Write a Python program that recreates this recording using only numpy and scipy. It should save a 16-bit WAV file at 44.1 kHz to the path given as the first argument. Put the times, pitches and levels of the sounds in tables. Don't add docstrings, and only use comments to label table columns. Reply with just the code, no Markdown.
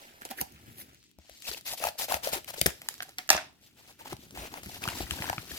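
import sys
import numpy as np
from scipy import signal
from scipy.fft import rfft, irfft, next_fast_len
from scipy.io import wavfile
from scipy.ndimage import uniform_filter1d, map_coordinates

SR = 44100
rng = np.random.default_rng(int(sys.argv[2]) if len(sys.argv) > 2 else 0)


def boost_factor(decibels):
    exponent = np.asarray(decibels, float) / 20
    return 10 ** exponent


def digitize_waveform(pressure):
    field = np.atleast_2d(pressure).T
    bounded = np.clip(field, -1, 1)
    quanta = np.round(bounded * 32767).astype(np.int16)
    wavfile.write(sys.argv[1], SR, quanta)


N = 246253
T = np.arange(N) / SR


def unit(x):
    return x / np.sqrt(np.mean(x ** 2))


def colour(x, points):
    hz, db = np.transpose(points)
    n = next_fast_len(x.shape[-1], True)
    f = np.arange(n // 2 + 1) * SR / n + 1
    gain = boost_factor(np.interp(np.log(f), np.log(hz), db, left=-80))
    return irfft(rfft(x, n) * gain, n)[..., :x.shape[-1]]


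def walk(rate):
    k = int(SR / rate)
    steps = np.repeat(rng.standard_normal(N // k + 1), k)
    return 1.2 * uniform_filter1d(steps, k)[:N]


def grains(rate, spread_db, grain_ms, points):
    chance = rng.random((2, N))
    sizes = (chance[0] < rate / SR) * boost_factor(-2 * spread_db * np.log(1.03 - chance[1]))
    pole = np.exp(-2000 / (grain_ms * SR))
    power = signal.lfilter([1], [1, -pole], sizes) + 0.35
    return unit(colour(np.sqrt(power) * rng.standard_normal(N), points))


def ring(modes, push_ms):
    t = np.arange(int(SR * max(mode[2] for mode in modes))) / SR
    y = 0
    for hz, db, t60 in modes:
        decay = np.exp(-np.log(1000) * t / t60)
        y = y + boost_factor(db) * decay * np.sin(2 * np.pi * hz * t + 6 * rng.random())
    y = y * (1 - np.exp(-t * 1000 / push_ms)) ** 2
    return y / np.abs(y).max()


def crack(bright_db, rise_ms, fall_ms):
    ms = np.arange(4096) * 1000 / SR
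    shape = np.minimum(ms / rise_ms, 1) ** 2 * np.exp(-np.maximum(ms - rise_ms, 0) / fall_ms)
    bins = rfft(shape * rng.standard_normal(len(ms)))
    burst = irfft(bins / np.abs(bins) ** 0.3) * np.minimum(3 * shape, 1)
    bumps = 2.3 * rng.standard_normal(4)
    y = colour(burst, [(500, -47), (1300, bumps[0]), (2800, bumps[1]), (5500, 0.41 * bright_db + bumps[2]),
                       (9000, bright_db - 2), (13000, bright_db + bumps[3]),
                       (16000, bright_db - 5.5), (17000, -75)])[:2048]
    return y / np.abs(colour(y, [(1400, 0), (7000, 0), (7500, -60)])).max()


def add(track, s, sound):
    i = int(s * SR)
    track[i:i + len(sound)] += sound[:N - i]


# (time [s], rubbing [dB], bending [dB])
HOLDING = [(0, -60, -59), (.618, -65, -63), (.95, -64.5, -65), (1.08, -62, -100), (1.175, -85, -83),
           (1.19, -65, -74), (1.326, -55, -68), (1.4, -53, -72), (1.45, -43.5, -66), (1.6, -67, -91),
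           (2.152, -67, -71), (2.78, -56, -65), (3.11, -60.5, -69.5), (3.17, -66.5, -77),
           (3.2, -62.5, -63.5), (3.279, -57.5, -65), (3.55, -73.5, -78), (5.15, -48.5, -52.5),
           (5.58, -47.5, -58)]
# (time [s], length [s], shear [dB], bending [dB])
SCISSOR_STROKES = [(1.446, 0.13, -49.5, -63), (1.472, 0.028, -35.5, -49.5), (1.53, 0.013, -40, -55.5),
                   (1.572, 0.0096, -41, -53.5), (1.656, 0.092, -38, -51.5), (1.775, 0.029, -41, -55.5),
                   (1.812, 0.08, -39, -41.5), (1.984, 0.068, -35.5, -45.5), (2.085, 0.084, -38.5, -41),
                   (2.232, 0.066, -36.5, -43), (2.318, 0.068, -43.5, -45), (2.329, 0.01, -32, -43),
                   (2.479, .031, -42, -48), (2.536, 0.015, -46, -48.5), (2.562, 0.01, -51, -56),
                   (2.578, 0.016, -39, -53.5), (2.61, 0.0083, -42.5, -61), (2.658, 0.05, -66, -47)]
# (time [s], length [s], rubbing [dB], bending [dB])
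FINGER_SLIDES = [(0, 0.081, -62.5, -65.5), (.215, 0.019, -58, -54.5), (.252, 0.015, -51, -54),
                 (.305, .018, -48, -47), (.374, 0.053, -51, -51), (.776, 0.053, -54, -62.5),
                 (2.813, 0.058, -67, -66), (2.886, 0.1, -58, -71), (3.021, 0.0088, -45.5, -58),
                 (3.083, 0.022, -73, -64), (3.179, 0.04, -62, -62), (3.614, 0.072, -62, -79),
                 (3.769, 0.091, -62, -67), (3.878, 0.044, -53, -61.5), (3.991, 0.041, -60, -58),
                 (4.052, 0.034, -49.5, -48), (4.098, 0.036, -46, -51), (4.195, 0.059, -60.5, -78),
                 (4.349, .13, -49.5, -49.5), (4.519, 0.081, -61, -52.5), (4.631, 0.045, -52.5, -72),
                 (4.685, 0.097, -51, -60.5), (4.816, 0.13, -48, -50.5), (4.951, 0.091, -44.5, -52.5),
                 (5.103, 0.063, -47.5, -55.5), (5.178, 0.12, -48.5, -51), (5.495, 0.3, -47, -56)]


def motion():
    rise_ms, fall_ms, arch_db = 3.5, 8, 5
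    s, rub_db, bend_db = np.transpose(HOLDING)
    held = (rub_db, bend_db, bend_db - 8, bend_db - 7.5)
    level = boost_factor(np.array([np.interp(T, s, db) for db in held]))
    level = level * np.where((T > 3.28) & (T < 3.55), 0.3, 1)
    for strokes, drum_db, body_db in ((SCISSOR_STROKES, 1.5, -16.5), (FINGER_SLIDES, -1, -5)):
        for s, length, rub_db, bend_db in strokes:
            edge = np.minimum((T - s) * 1000 / rise_ms, (s + length - T) * 1000 / fall_ms)
            arch = boost_factor(arch_db * (0.3 - np.clip(2 * (T - s) / length - 1, -1, 1) ** 4))
            peaks = boost_factor(np.array([[rub_db], [bend_db], [bend_db + drum_db], [bend_db + body_db]]))
            level = level + peaks * np.exp(np.clip(edge, -30, 0)) * arch
    return level


# (frequency [Hz], level [dB per Hz])
SHEAR_COLOUR = [(1760, -5), (3000, -1), (4140, 1), (4600, 1), (8870, -5.5), (11600, 1.5), (15100, -1),
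                (16200, -34.5), (16500, -47)]
# (frequency [Hz], level [dB per Hz])
CRINKLE_COLOUR = [(900, -37), (1300, 3.5), (1750, 5), (2300, 4), (2700, 5.5), (3500, -1), (4500, -13)]
# (frequency [Hz], level [dB per Hz])
DRUM_COLOUR = [(350, -51.5), (480, -2), (600, 2), (740, 1.5), (900, -1.5), (1050, -8.5), (1400, -12.5)]
# (time [s], level above 9 kHz [dB])
TAPE_SHEEN = [(0, -8), (.22, 0), (.33, -4), (.38, 9), (.42, 3), (.5, -21), (.8, 9.5), (.95, -22), (1.5, -4),
              (1.8, -0.5), (3.8, -5.5), (5.6, -3.5)]


def paper(shear, crinkle, drum):
    jerk = walk(70)
    fibres = grains(1300, 2.7, 0.5, SHEAR_COLOUR)
    sheen = boost_factor(np.interp(T, *np.transpose(TAPE_SHEEN)))
    fibres = fibres + (sheen - 1) * colour(fibres, [(7000, -40), (9500, 0)])
    shear = shear * boost_factor(1.8 * jerk + 1.6 * walk(200) - 0.5) * fibres
    crinkle = crinkle * boost_factor(2.5 * jerk + 2 * walk(120) - 2) * grains(260, 4.2, 0.6, CRINKLE_COLOUR)
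    drum = drum * boost_factor(1.5 * jerk + 1.8 * walk(60)) * grains(500, 2, 1.5, DRUM_COLOUR)
    return shear + crinkle, drum


# (time [s], crack [dB], brightness [dB], panel [Hz], panel [dB])
CREASE_SNAPS = [(.2515, -31, 0, 764, -37), (.3105, -38, 9, 750, -39), (.413, -21, 11, 765, -28.5),
                (1.5145, -28, -6, 417, -39.5), (1.546, -39, -7, 497, -42), (1.8396, -23, 4, 824, -22),
                (1.8874, -22.5, -16, 604, -26.5), (2.1223, -20.5, 1, 740, -15.5),
                (2.1421, -17, -13, 698, -17.5), (2.3347, -29, 13, 640, -24), (2.6138, -12.5, 2, 590, -24.5),
                (2.66, -11, -11, 401, -18), (2.6634, -12, 11, 620, -24), (2.8869, -19, -0.5, 895, -36.5),
                (3.0045, -23, -32, 1640, -24.5), (3.1842, -19.5, -9.5, 667, -48),
                (3.1894, -22, -23, 737, -43), (4.129, -28, -7, 795, -29), (4.839, -21, -9, 1430, -39),
                (4.8872, -24.5, -10, 940, -28), (5.1093, -21.5, -7, 1640, -28), (5.222, -21, -26, 680, -38),
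                (5.2995, -29, -33, 740, -18.5), (5.381, -23.5, -52, 674, -38)]
# (time [s], level [dB])
SMALL_FOLDS = [(0.213, -43), (0.9453, -47), (1.61, -41), (2.445, -37), (2.6705, -29), (2.8174, -31.5),
               (2.9262, -43), (3.03, -32.5), (3.092, -37.5), (4.1672, -38), (4.3084, -39), (4.633, -32),
               (4.66, -34.5), (4.986, -32)]
# (time [s], level [dB], panel [Hz])
CUTTING_KNOCKS = [(.219, -33, 1500), (0.2561, -42, 740), (0.3125, -38, 795), (.3178, -33.5, 760),
                  (0.39, -35, 1730), (.419, -31, 780), (1.1872, -46.5, 645), (1.2943, -42.5, 600),
                  (1.7378, -31, 680), (1.804, -35, 536), (1.8247, -26.5, 620), (1.853, -18, 674),
                  (1.8712, -18.5, 730), (1.957, -42, 646), (2.0868, -27.5, 630), (2.1013, -26, 670),
                  (2.1681, -29, 620), (2.2727, -19, 580), (2.3757, -34, 395), (2.5423, -33.5, 614),
                  (2.5816, -38, 433), (2.593, -39, 600)]
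# (time [s], level [dB], panel [Hz])
PULLING_KNOCKS = [(3.024, -32, 1470), (4.057, -36.5, 865), (4.374, -32.5, 740), (4.4459, -40.5, 436),
                  (4.5397, -31.5, 830), (4.575, -37.5, 740), (4.6953, -38, 720), (4.8202, -33.5, 1530),
                  (4.8545, -28, 970), (4.862, -34, 740), (4.8768, -20.5, 1390), (4.9188, -33.5, 930),
                  (5.0059, -28.5, 750), (5.174, -39, 910), (5.241, -28.5, 846), (5.255, -35, 1560),
                  (5.267, -28.5, 1610), (5.2975, -19.5, 1500), (5.3295, -23.5, 764), (5.3354, -30.5, 840)]
# (time [s], level [dB])
TAPE_TICKS = [
    (0.4783, -39),
    (0.5222, -26),
    (0.9931, -42),
    (1.029, -26),
    (2.9805, -16.5),
    (3.902, -30),
    (4.0118, -40),
    (4.2066, -35),
    (4.2533, -28),
    (5.3594, -45),
]


def creases():
    out = np.zeros(N)
    rows = list(CREASE_SNAPS) + [(s, db, -0.5, 620, db - 15) for s, db in SMALL_FOLDS]
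    rows += [(s, db - 8, -2, hz, db) for s, db, hz in CUTTING_KNOCKS]
    rows += [(s, db - 2, -9.5, hz, db) for s, db, hz in PULLING_KNOCKS]
    for s, crack_db, bright_db, hz, panel_db in rows:
        cycles, push_ms, lead_ms = 10, 0.8, 0.6
        if SCISSOR_STROKES[0][0] < s < SCISSOR_STROKES[-3][0]:
            cycles, push_ms, lead_ms = 8.1, 5.07, 0.596 * 5.07
            panel_db = panel_db - 2
        panel = ring([(hz, 0, cycles / hz), (hz * 1.212, -6, cycles / hz)], push_ms)
        add(out, s, boost_factor(crack_db) * crack(bright_db, 0.31, 1.8))
        add(out, s - lead_ms / 1000, boost_factor(panel_db) * panel)
    for s, db in TAPE_TICKS:
        add(out, s, boost_factor(db - 19.5) * crack(2.4, 0.051, 0.14))
    return out


# (time [s], blow [dB], brightness [dB], table [dB])
SCISSOR_BLOWS = [
    (3.291, -10, -16, -31),
    (3.3021, 2, -11.5, -18),
    (3.3294, -17, -16.5, -31.5),
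    (3.3462, -23.5, -18.5, -43.5),
    (3.3496, -30, -23.5, -21),
    (3.3657, -19, -18, -49.5),
    (3.3772, -20.5, -31.5, -32),
]
# (frequency [Hz], level [dB], t60 [s])
BLADE_MODES = [(1210, -2.5, 0.04), (1530, 4.5, 0.025), (1700, 10.5, 0.059), (1770, 15, 0.048),
               (2300, 6, 0.097), (2750, 15.5, 0.049), (3184, -4, 0.014), (4270, -24, .04), (5470, -25, .02)]
# (frequency [Hz], level [dB], t60 [s])
TABLE_MODES = [(629, 3, 0.035), (740, 1.5, 0.051), (864, 6.5, 0.013), (967, -7, 0.045)]
# (frequency [Hz], level [dB per Hz])
RATTLE_COLOUR = [(180, -30), (300, -9.5), (519, -20.5), (645, -5.5), (2000, -19), (3190, -12.5),
                 (16000, -36)]


def scissors():
    out = np.zeros(N)
    for s, blow_db, bright_db, table_db in SCISSOR_BLOWS:
        add(out, s, boost_factor(blow_db) * crack(bright_db + 5.5, 0.5, 1.9))
        add(out, s, boost_factor(blow_db - 18.5) * ring(BLADE_MODES, 0.85))
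        add(out, s, boost_factor(table_db) * ring(TABLE_MODES, 0.094))
    blades = boost_factor(2.5 * walk(120)) * grains(700, 3, 1.5, RATTLE_COLOUR)
    since = T - SCISSOR_BLOWS[1][0]
    chatter = (since > 0) * boost_factor(-31 - 171 * np.abs(since)) * blades
    return colour(out + chatter, [(30, -4.5), (6500, -0.5), (8500, -4.5), (12000, -3.5), (17000, -8.5)])


# (time [s], level [dB], frequency [Hz], t60 [s])
PANEL_TINTS = [(.254, -41, 477, 0.018), (.314, -34, 777, 0.066), (.384, -36, 1930, 0.018),
               (.388, -35, 1700, .012), (0.394, -33, 2070, 0.01), (.398, -35, 1890, .012),
               (.403, -50, 2200, 0.011), (.4145, -28, 760, 0.066), (0.412, -31, 2770, .008),
               (0.4123, -21, 11630, 0.0063), (2.5945, -29, 7450, 0.0066), (2.6134, -16, 4740, 0.015),
               (2.618, -30.5, 2520, 0.018), (2.6645, -11, 1930, 0.0037), (2.8865, -41, 850, 0.022),
               (2.8869, -37, 1710, .012), (2.908, -47.5, 516, 0.018), (3.004, -37, 733, 0.031),
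               (3.027, -35, 1580, 0.019), (3.052, -51, 756, 0.083), (3.086, -46.5, 770, 0.045),
               (3.1848, -29, 4130, 0.01), (3.1836, -33.5, 2300, 0.01), (3.186, -38, 740, 0.063),
               (3.347, -23, 3140, 0.013), (3.359, -32, 800, 0.027), (3.366, -28, 6460, 0.013),
               (3.386, -28.5, 1500, 0.027), (4.009, -42, 910, .03), (4.068, -51, 2900, .012),
               (4.124, -33, 375, 0.044), (4.19, -44, 250, 0.017), (4.234, -47, 600, 0.02),
               (4.342, -42.5, 296, 0.035), (4.394, -41, 296, 0.031), (4.42, -55, 324, 0.03),
               (4.46, -41, 2480, .01), (4.582, -38, 796, 0.011), (4.838, -27.5, 2530, 0.016),
               (4.887, -29, 2750, .012), (4.93, -38, 2090, .012), (4.953, -41, 960, 0.073),
               (5.002, -35, 342, .04), (5.108, -21, 3020, 0.01), (5.137, -35.5, 910, 0.027),
               (5.152, -50, 405, 0.025), (5.187, -35, 1610, 0.013), (5.221, -31, 2420, 0.016),
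               (5.278, -32, 910, 0.008), (5.381, -33, 2400, 0.0068)]
# (time [s], level [dB], frequency
# [Hz], t60 [s])
BREAK_TINTS = [(.4132, -21, 13200, 0.0054), (.4075, -21, 12500, .008), (1.451, -37, 2560, 0.02),
               (1.48, -32, 2710, 0.013), (1.514, -31, 4600, 0.013), (1.546, -32, 2580, 0.014),
               (1.8, -38, 2700, 0.018), (1.838, -25, 2630, 0.017), (1.8385, -23, 1220, 0.01),
               (1.851, -34, 2600, .012), (1.869, -31.5, 2480, 0.013), (1.887, -36, 2600, .012),
               (1.998, -32, 940, 0.024), (2.111, -27, 1060, .02), (2.123, -26, 1500, 0.011),
               (2.243, -29, 5100, 0.011), (2.273, -35, 3370, 0.0096), (2.335, -32, 5000, .012),
               (2.342, -32, 3700, 0.016), (2.36, -38, 330, 0.048), (2.6645, -17, 12300, 0.0088),
               (3.3025, -17.5, 3430, 0.0096), (3.305, -18, 800, 0.038), (4.129, -53, 2420, 0.0088),
               (4.167, -51, 4740, .01), (4.206, -51, 3570, .01), (4.54, -40, 2070, 0.015),
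               (4.575, -41, 2100, 0.011), (4.633, -43, 2120, 0.0092), (4.665, -41, 2200, .012),
               (4.129, -37, 1350, 0.014), (5.067, -40, 1900, 0.01), (5.205, -47, 1620, .01),
               (5.289, -29, 1600, 0.011), (5.51, -40.5, 330, .03), (5.515, -34.5, 1700, 0.013)]
# (time [s], level [dB])
FAINT_FIBRES = [(0.2904, -37), (0.894, -54), (0.9331, -50), (1.0397, -48), (1.053, -62), (1.066, -62),
                (1.076, -60), (1.094, -64), (1.114, -54), (1.1866, -49), (1.208, -66), (1.2969, -41),
                (1.337, -49), (1.373, -57), (1.403, -48), (1.4225, -36), (2.941, -34.5), (2.954, -46),
                (3.024, -31), (3.071, -51), (3.277, -44)]


def tints():
    out = np.zeros(N)
    for s, db, hz, t60 in list(PANEL_TINTS) + list(BREAK_TINTS):
        side_t60 = min(t60, 0.009)
        modes = [(hz, 0, 1.04 * t60), (hz * 1.077, -4, side_t60), (hz / 1.16, -6, side_t60)]
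        add(out, s, boost_factor(db) * ring(modes, 0.39))
    for s, db in FAINT_FIBRES:
        add(out, s, boost_factor(db) * crack(0, 0.2, 0.51))
    return out


def pops(bend):
    pops_per_s, pop_db, middle_hz, cycles = 220, 6.5, 1500, 6.2
    out, t = np.zeros(N), np.arange(SR // 50) / SR
    for when, size, pitch in rng.random((int(pops_per_s * N / SR), 3)):
        hz = middle_hz * 6 ** (pitch - 0.5)
        blip = np.exp(-np.log(1000) * t * hz / cycles) * np.sin(2 * np.pi * hz * t)
        level = bend[int(when * N)] * boost_factor(pop_db - 3 * np.log(1.02 - size))
        add(out, when * N / SR, level * blip)
    return out


# (time [s], level [dB], frequency [Hz])
FACE_THUMPS = [(0.413, -37, 146), (0.678, -42.5, 125), (1.861, -46, 59.8), (2.141, -39, 74),
               (2.324, -41.5, 322), (2.613, -30, 138.4), (2.66, -38.5, 58.4), (2.66, -23.5, 151),
               (3.301, -46.5, 82.7), (3.345, -38, 317), (4.128, -36.5, 121), (4.378, -40.5, 52.2),
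               (4.661, -36, 318), (4.872, -29.5, 127), (4.932, -38.5, 81.5), (5.028, -34, 68),
               (5.114, -32, 70.5), (5.2, -32, 130), (5.298, -35, 97), (5.377, -33, 114), (5.516, -40.5, 65),
               (1.183, -48, 71.5), (1.306, -54, 63), (1.492, -47, 63), (4.412, -43.5, 63.3),
               (5.001, -30.5, 68.6)]


def thumps(cycles):
    out = np.zeros(N)
    for s, db, hz in FACE_THUMPS:
        modes = [(hz, 0, cycles / hz), (68, -9, 0.09), (190, -4, 0.05), (320, -5, 0.04)]
        add(out, s, boost_factor(db) * ring(modes, 4))
    return colour(out, [(25, -30), (52, 0)])


# (frequency [Hz], level [dB per Hz])
PADDING_COLOUR = [(130, -30), (250, 5), (400, 1), (520, -19)]


def padding(level):
    return level * boost_factor(2.5 * walk(40)) * grains(300, 2.5, 3, PADDING_COLOUR)


# (time [s], level [dB])
PACKET_WAG = [(0, -73.5), (.75, -53.5), (1.3, -82), (1.5, -63.5), (1.95, -67), (2.2, -60.5), (2.7, -64),
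              (2.85, -64), (3.1, -63.5), (3.6, -65.5), (3.95, -68), (4.1, -59), (4.35, -57), (4.95, -53.5),
              (5.25, -50), (5.58, -62)]
# (frequency [Hz], level [dB per Hz])
FLAP_COLOUR = [(20, -21.5), (45, -25), (68, -0.5), (95, -3), (135, -3), (250, -7.5), (400, -11.5),
               (600, -28)]


def flap():
    wag_db = np.interp(T, *np.transpose(PACKET_WAG))
    return boost_factor(wag_db + 1.4 * walk(25)) * grains(150, 1.5, 6, FLAP_COLOUR)


def ports(x, lag, pan_db, wander):
    n = np.arange(N)
    lag = lag + wander * walk(45)
    return np.array([map_coordinates(x, [n - side * lag / 2], order=3) * boost_factor(side * pan_db / 2)
                     for side in (1, -1)])


def close(x, lag, pan_db):
    return ports(x, lag, 1.3 * pan_db, 8.2) + room(x, -16, 0.76)


# (frequency [Hz], t60 [s])
ROOM_DECAY = [(100, 0.25), (700, 0.26), (3000, 0.28), (5000, 0.29), (9000, 0.23), (16000, 0.16)]


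def room(x, wet_db, gap_ms):
    t = np.arange(SR // 2) / SR
    room_hz, room_t60 = np.transpose(ROOM_DECAY)
    tail = 0
    for hz in 80 * 2 ** np.arange(0, 8, 0.5):
        t60 = np.interp(np.log(hz), np.log(room_hz), room_t60)
        shape = [(hz / 2, -30), (hz / 1.1, 0), (hz * 1.1, 0), (hz * 2, -30)]
        band = colour(rng.standard_normal((2, len(t))), shape)
        tail = tail + band * np.exp(-np.log(1000) * t / t60)
    tail = tail * np.clip(t * 1000 / gap_ms - 1, 0, 1)
    tail = tail / np.sqrt(np.sum(tail[0] ** 2))
    return boost_factor(wet_db) * signal.fftconvolve(x[None], tail, axes=1)[:, :N]


# (frequency [Hz], level [dB per Hz])
AIR_COLOUR = [(15, -35), (25, -1), (313, 13), (433, -16), (878, -43.5), (2600, -0.5), (6920, -14.5),
              (14400, -41.5), (16500, -22)]


def air():
    return boost_factor(-72 + 0.5 * walk(4.2)) * unit(colour(rng.standard_normal((2, N)), AIR_COLOUR))


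# (time [s], left lags right by [samples], left minus right [dB])
PACKET_PLACE = [(0, 14.5, -0.5), (.5, 22.5, -2.5), (.6, 16.5, 2.5), (.95, 20.5, 1.5), (1.15, -9.5, 6),
                (1.9, -6, 6), (2.2, -15.5, 6), (2.7, -9.5, 8), (2.9, -8, -2.5), (3.599, -7, 3.5),
                (4.201, -12.5, 2.5), (5.6, -7, 6)]


def scene():
    s, lag, pan_db = np.transpose(PACKET_PLACE)
    lag, pan_db = np.interp(T, s, lag), np.interp(T, s, pan_db)
    *levels, soft = motion()
    edge, drum = paper(*levels)
    far_side, _ = paper(*levels)
    cracks, steel = creases(), scissors()

    near = ports(boost_factor(-2.5) * edge + cracks, lag, 0.6 * pan_db, 3.5)
    far = ports(boost_factor(-4) * far_side, 0.3 * lag, 0.6 * pan_db, 4)
    body = ports(drum + padding(soft) + flap() + thumps(6.8), 0.65 * lag, pan_db, 1.2)
    sway = boost_factor(-12) * (flap() + padding(soft)) + boost_factor(-10) * thumps(5)
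    body = body + sway * np.array([[1], [-1]])
    fall = ports(steel, 11, -2.5, 1.5) + boost_factor(-5) * ports(steel, -3, 0, 1.5)
    small = ports(pops(levels[1]), lag, pan_db, 1.7) + close(tints(), lag, pan_db)

    steel_in_room = colour(steel, [(50, 4), (2000, 3), (5000, -5), (16000, 4)])
    tails = room(edge + drum + cracks, -13, 0.19) + room(steel_in_room, -9, 1.8)
    return near + body + far + fall + small + tails + air()


def top_cut(x):
    return signal.sosfilt(signal.butter(12, 16830, fs=SR, output="sos"), x)


# (frequency [Hz], level [dB])
PHONE_TOP = [(1, 0), (16700, 0), (16900, -70)]


def record(dry):
    rounded = 0.89 * np.tanh(dry / 0.91)
    return top_cut(colour(rounded, PHONE_TOP))


dry = scene()
out = record(dry)
digitize_waveform(out)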